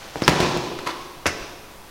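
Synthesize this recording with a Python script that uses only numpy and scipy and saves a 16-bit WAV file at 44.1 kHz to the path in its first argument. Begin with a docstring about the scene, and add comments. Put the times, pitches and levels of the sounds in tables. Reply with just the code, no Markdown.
"""A wrestler slams onto a padded mat in an echoing gym: two footfalls, the body, then the legs.
Each blow squeezes out a puff of air, smacks skin on vinyl and makes the mat boom. Feet squeak and
scuff as they stick and slip, a hand slaps the mat, and heavy jackets rustle over the ventilation.
The slam overloads a near-mono recorder, whose limiter turns the volume down and lets it back up."""
import sys
import numpy as np
from scipy import signal
from scipy.fft import rfft, irfft, next_fast_len
from scipy.io import wavfile

SR = 44100
rng = np.random.default_rng(int(sys.argv[2]) if len(sys.argv) > 2 else 0)


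def int16_out(signal):
    """Quantize to a 16-bit WAV file."""
    q = np.round(np.clip(np.atleast_2d(signal).T, -1, 1) * 32767)
    wavfile.write(sys.argv[1], SR, q.astype(np.int16))


N = 83790
TIME = np.arange(N) / SR


def from_db(db):
    """Turn decibels into a number to multiply by."""
    return 10 ** (np.asarray(db) / 20)


def rms_one(x):
    """Scale a sound so that its average strength (rms) is 1."""
    return x / np.sqrt(np.mean(x ** 2) + 1e-20)


def at_hz(points, hz, column=1):
    """Read a table at any frequency, blending between rows on a musical (log) scale."""
    table = np.array(points)
    return np.interp(np.log(np.maximum(hz, 1)), np.log(table[:, 0]), table[:, column])


def cut(x, hz, kind, order=2):
    """Keep only the "low", "high" or middle ("band") part of a sound."""
    sections = signal.butter(order, np.clip(hz, 10, SR * .45), kind, fs=SR, output="sos")
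    return signal.sosfilt(sections, x + 1e-18)


def colour(x, points):
    """Shape the tone along a curve of (frequency [Hz], level [dB]) points."""
    half = next_fast_len(N)
    gains = from_db(at_hz(points, np.linspace(0, SR / 2, half + 1)))
    cepstrum = irfft(np.log(gains))
    # fold it so that the filter never rings ahead of the sound (minimum phase)
    cepstrum[1:half] *= 2
    cepstrum[half + 1:] = 0
    return irfft(rfft(x, 2 * half) * np.exp(rfft(cepstrum)))[:N]


def later(x, s):
    """Delay a sound by s seconds."""
    return np.pad(x, (max(int(s * SR), 0), 0))[:N]


def add(out, sound, s):
    """Mix a sound in at s seconds."""
    start = int(np.clip(s * SR, 0, N - 1))
    out[start:start + len(sound)] += sound[:N - start]


def ring(hz, fade_s):
    """A pure tone that dies away by 60 dB in fade_s seconds."""
    t = TIME[:int(1.5 * fade_s * SR) + 2]
    return np.sin(2 * np.pi * hz * t) * 1e-3 ** (t / fade_s)


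def grains(per_s, spread_db, size=N):
    """Tiny clicks of uneven size at random moments."""
    sizes = from_db(spread_db * np.minimum(rng.exponential(1, size), np.pi))
    signs = rng.choice([-1, 1], size)
    return rms_one(sizes * signs * (rng.random(size) < per_s / SR))


def microphone_hiss():
    """The microphones' own faint, steady noise."""
    # tone of the hiss: (frequency [Hz], level [dB])
    tone = [(50, -7), (180, 3), (1500, -17.5), (6000, -14), (10000, 5), (15000, 3)]
    return from_db(-60.5) * rms_one(colour(rng.standard_normal(N), tone))


def ventilation():
    """Moving air makes a steady rush, with some microphone hiss on top."""
    # tone of the rush and hiss: (frequency [Hz], level [dB])
    tone = [(20, -4.5), (40, -11), (90, -11.5), (350, -16), (900, -12.5), (2000, -21.5), (5000, -32.5),
            (9000, -19.5), (15000, -20)]
    return from_db(-43) * rms_one(colour(rng.standard_normal(N), tone))


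def gym_echo(x):
    """Sound bounces off nearby surfaces, then fills the hall with a long, fading tail."""
    # bounces off the floor and a padded wall: (delay [s], level [dB])
    echoes = [(.0060, -14), (0.015, -22), (0.0236, -16.5)]
    # the hall's tail: (frequency [Hz], level [dB], time to fade by 60 dB [s])
    hall = [(60, -11, 2.37), (180, -3, 0.81), (254, -4, 1.18), (347, -1.5, 1.57), (540, -3.5, 1.19),
            (776, -3, 1.43), (1110, -3, 1.52), (1620, -8.5, 0.54), (3200, -6, 1.86), (5350, -5, 1.18),
            (9100, -12.5, 0.52), (15000, -16, 0.16)]
    build_s, tail_delay_s = 0.0024, 0.0073
    near = cut(sum(from_db(db) * later(x, s) for s, db in echoes), 4770, "low", order=1)
    edges = np.geomspace(40, 18000, 19)
    tail = np.zeros(N)
    for low, high in zip(edges, edges[1:]):
        hz = np.sqrt(low * high)
        shape = (1 - np.exp(-TIME / build_s)) * 1e-3 ** (TIME / at_hz(hall, hz, column=2))
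        band = rms_one(shape * cut(rng.standard_normal(N), [low, high], "band"))
        tail += band * from_db(at_hz(hall, hz)) * np.sqrt(2 * (high - low) / SR / N)
    add(tail, from_db(-63.5) * ring(hz=355.3, fade_s=1.95), 0)  # a standing wave: one note lingers
    return near + from_db(-1.5) * later(signal.fftconvolve(x, tail)[:N], tail_delay_s)


def jackets():
    """Thick cotton folds rub together in thousands of tiny clicks."""
    # how the rustle swells and fades: (time [s], level [dB])
    rustle = [(0, -41.5), (.06, -38.5), (.12, -42), (.20, -37), (.26, -32), (.36, -25.5), (.47, -29.5),
              (.58, -34), (.75, -42.5), (1.0, -41.5), (1.2, -49), (1.42, -40.5), (1.6, -49.5), (1.9, -49.5)]
    # tone of the cloth: (frequency [Hz], level [dB])
    cloth = [(60, -21.5), (200, -8), (700, -8), (1700, -9), (4800, -12), (8000, -16), (15000, -31.5)]
    loudness = from_db(np.interp(TIME, *np.transpose(rustle)))
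    return loudness * rms_one(colour(grains(per_s=3000, spread_db=0.5), cloth))


def scuffs():
    """Skin drags over vinyl, sticking and slipping: a scrape with a squeak in it."""
    # drags: (time [s], level [dB], rise [s], decay [s], squeak pitch [Hz], squeak width [Hz],
    # scrape level relative to the squeak [dB])
    drags = [(.860, -23, 0.014, 0.011, 1000, 148, -1.5), (.884, -32, 0.0096, 0.041, 1180, 320, -4.5),
             (.898, -34, 0.013, 0.0052, 3896, 700, -26)]
    # tone of the scrape: (frequency [Hz], level [dB])
    scrape_tone = [(100, -13), (250, 3), (500, 1.5), (720, -1), (1300, -3), (2000, 1), (4000, -5.5),
                   (8000, -12.5), (12000, -11), (15500, -37)]
    out = np.zeros(N)
    for s, db, rise_s, decay_s, hz, width_hz, scrape_db in drags:
        slips = grains(per_s=2500, spread_db=2.0)
        squeak = rms_one(cut(slips, [hz - width_hz / 2, hz + width_hz / 2], "band", order=1))
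        scrape = from_db(scrape_db) * rms_one(colour(slips, scrape_tone))
        swell = np.minimum(TIME / rise_s, 1) * np.exp(-np.maximum(TIME - rise_s, 0) / decay_s)
        out += later(from_db(db) * swell * (squeak + scrape), s)
    return out


def squeaks():
    """A turning sole catches: its slips fall into step and sing a thin, wavering note."""
    # chirps of the sole: (time [s], length [s], level [dB], pitch [Hz])
    chirps = [(.2360, .0045, -20, 4920), (.2430, 0.0087, -21.5, 5000), (0.25, 0.0066, -27, 5300)]
    waver_share, waver_top_hz = .06, 700
    out = np.zeros(N)
    for s, length_s, db, hz in chirps:
        swell = np.sin(np.pi * TIME[TIME < length_s] / length_s)
        waver = rms_one(cut(rng.standard_normal(N), waver_top_hz, "low"))[-len(swell):]
        pitch_hz = hz * (1 + waver_share * waver)
        add(out, from_db(db) * swell * np.sin(2 * np.pi * np.cumsum(pitch_hz) / SR), s)
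    return out


def floor_rumble():
    """The floor gives under the bodies with a short, deep rumble."""
    # weight shifts onto the floor: (time [s], level [dB], pitch [Hz], time to fade by 60 dB [s])
    heaves = [(0.285, -14.5, 75, 0.1), (1.261, -31, 80.7, 0.17), (1.407, -37, 42.5, 0.19)]
    out = np.zeros(N)
    for s, db, hz, fade_s in heaves:
        add(out, from_db(db) * ring(hz, fade_s), s)
    return cut(out, 120, "low")


def skin_slap(decay_s, top_hz, order=1):
    """Skin meets vinyl: a gritty burst of noise that dies almost at once."""
    t = TIME[:SR // 8]
    noise = rng.standard_normal(len(t))
    grit = 0.98 * grains(per_s=3000, spread_db=5.0, size=len(t))
    burst = np.exp(-t / decay_s) * rms_one(noise + grit)
    # make all frequencies equally strong
    even = irfft(np.exp(1j * np.angle(rfft(burst, 2 * len(t)))))[:len(t)]
    dulled = cut(rms_one(even) * burst.std(), top_hz, "low", order=order)
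    return dulled * np.sqrt(SR / np.pi / top_hz)  # make up for the lost treble


def hand_slap():
    """A flat hand rolls onto the mat; the air under the palm shapes its tone."""
    # heel first, then palm and fingers: (time [s], level [dB], decay [s], treble limit [Hz])
    contacts = [(1.2571, -15.5, 0.013, 2490), (1.2654, -10, 0.0043, 7000), (1.2705, -14.5, 0.0051, 12000),
                (1.2770, -22.5, 0.024, 4500)]
    # tone of the air under the palm: (frequency [Hz], level [dB])
    palm = [(40, -32), (85, 4.5), (160, -0.5), (340, 0.5), (520, -2.5), (950, -0.5), (1400, 2), (2600, 4),
            (3150, -4.5), (4200, -4), (5300, 3), (7100, 3), (7800, 0.5), (10000, 2.5), (13000, 0),
            (15000, -12)]
    out = np.zeros(N)
    for s, db, decay_s, top_hz in contacts:
        add(out, from_db(db) * skin_slap(decay_s, top_hz, order=2), s)
    return colour(out, palm)


def air_puff(hz):
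    """Air squeezed from under a limb swings out and back for a cycle or two."""
    cycles = 2.56
    swing = np.pad(ring(hz, fade_s=cycles / hz), (0, SR // 50))
    swing = cut(swing, 0.48 * hz, "high")  # keep only what lies near the puff's own pitch
    return -2 * cut(swing, 4.64 * hz, "low")


def body_blows():
    """Each blow pushes out a puff of air, slaps skin on vinyl and sets the mat booming."""
    # limbs and bodies land: (time [s], puff level [dB], puff pitch [Hz], slap level [dB],
    # slap treble limit [Hz], slap decay [s], boom level [dB])
    landings = [(0.1573, -12.5, 780, -27.5, 1000, 0.0066, -30), (0.1637, -18, 583, -55, 2480, 0.0043, -46),
                (0.171, -25, 600, -34, 2900, 0.007, -30), (0.2205, -8.5, 298, -17.5, 1210, 0.0071, -56),
                (.2300, -20, 343, -28.5, 900, 0.011, -35), (0.279, 4, 355, 4.5, 1520, 0.0031, -9.5),
                (0.282, 6.5, 1310, 3.5, 3100, 0.0008, -6.5), (0.2866, 1.5, 262, -3.5, 2000, 0.0081, -7.5),
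                (0.2932, -2.5, 306, -7.5, 5000, 0.0058, -9), (.3085, -6.5, 1110, -13, 1250, 0.04, -23.5),
                (0.402, -4.5, 346, -13.5, 2600, 0.014, -17), (.4270, -10.5, 440, -18, 1220, 0.013, -16.5),
                (0.565, -14, 320, -27, 1945, 0.0042, -52), (0.5724, -36, 900, -19.5, 8900, 0.0024, -27),
                (0.716, -18.5, 400, -46, 1980, 0.0058, -49), (0.7887, -18, 1450, -24.5, 1400, 0.0044, -50),
                (.868, -32, 480, -44, 3000, .005, -37.5), (1.2585, -12.5, 370, -27, 1500, 0.0064, -26.5),
                (1.2646, -5.5, 1650, -10.5, 3940, 0.0012, -25.5)]
    # notes of the mat on its floor: (pitch [Hz], level [dB], time to fade by 60 dB [s])
    mat_notes = [(78.3, -12.5, 0.088), (142, -4, 0.038), (350.3, -3.5, 0.047), (697.5, -5, 0.058),
                 (1040, -35, 0.021)]
    out = np.zeros(N)
    for s, puff_db, puff_hz, slap_db, top_hz, decay_s, boom_db in landings:
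        add(out, from_db(puff_db) * air_puff(puff_hz), s)
        add(out, from_db(slap_db) * cut(skin_slap(decay_s, top_hz), 272, "high", order=1), s)
        for hz, db, fade_s in mat_notes:
            spot_hz = hz * (1 + 0.011 * rng.standard_normal())  # each spot has its own tuning
            add(out, from_db(boom_db + db) * ring(spot_hz, fade_s), s)
    return cut(out, 55, "high")


def scene():
    """The bout in its gym; left and right are alike except for a faint hiss."""
    # tone of the microphones: (frequency [Hz], level [dB])
    mic_tone = [(20, 6), (60, 3.5), (6200, -2), (7800, -7), (16000, -9.5)]
    bout = body_blows() + hand_slap() + scuffs() + squeaks() + jackets()
    air = ventilation()
    hiss = microphone_hiss() * np.array([[1], [-1]])  # opposite signs left and right
    return colour(bout + gym_echo(bout) + floor_rumble() + air, mic_tone) + hiss


def record(dry):
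    """A limiter turns the volume down after loud peaks; what slips past clips, and top treble is cut."""
    limit_db, attack_s, recover_db_per_s, cutoff_hz = 1, 0.00022, 47.5, 15900
    peak_db = 20 * np.log10(np.abs(dry).max(axis=0) + 1e-9)
    over_db = np.maximum(peak_db - limit_db, 0)
    recovery_db = recover_db_per_s * TIME
    held_db = np.maximum.accumulate(over_db + recovery_db) - recovery_db
    smoothing = np.exp(-1 / (attack_s * SR))
    dip_db = signal.lfilter([1 - smoothing], [1, -smoothing], held_db)
    limited = np.clip(dry * from_db(-dip_db), -1, 1)
    return signal.sosfilt(signal.ellip(10, .1, 80, cutoff_hz, fs=SR, output="sos"), limited)


dry = scene()
out = record(dry)
int16_out(out)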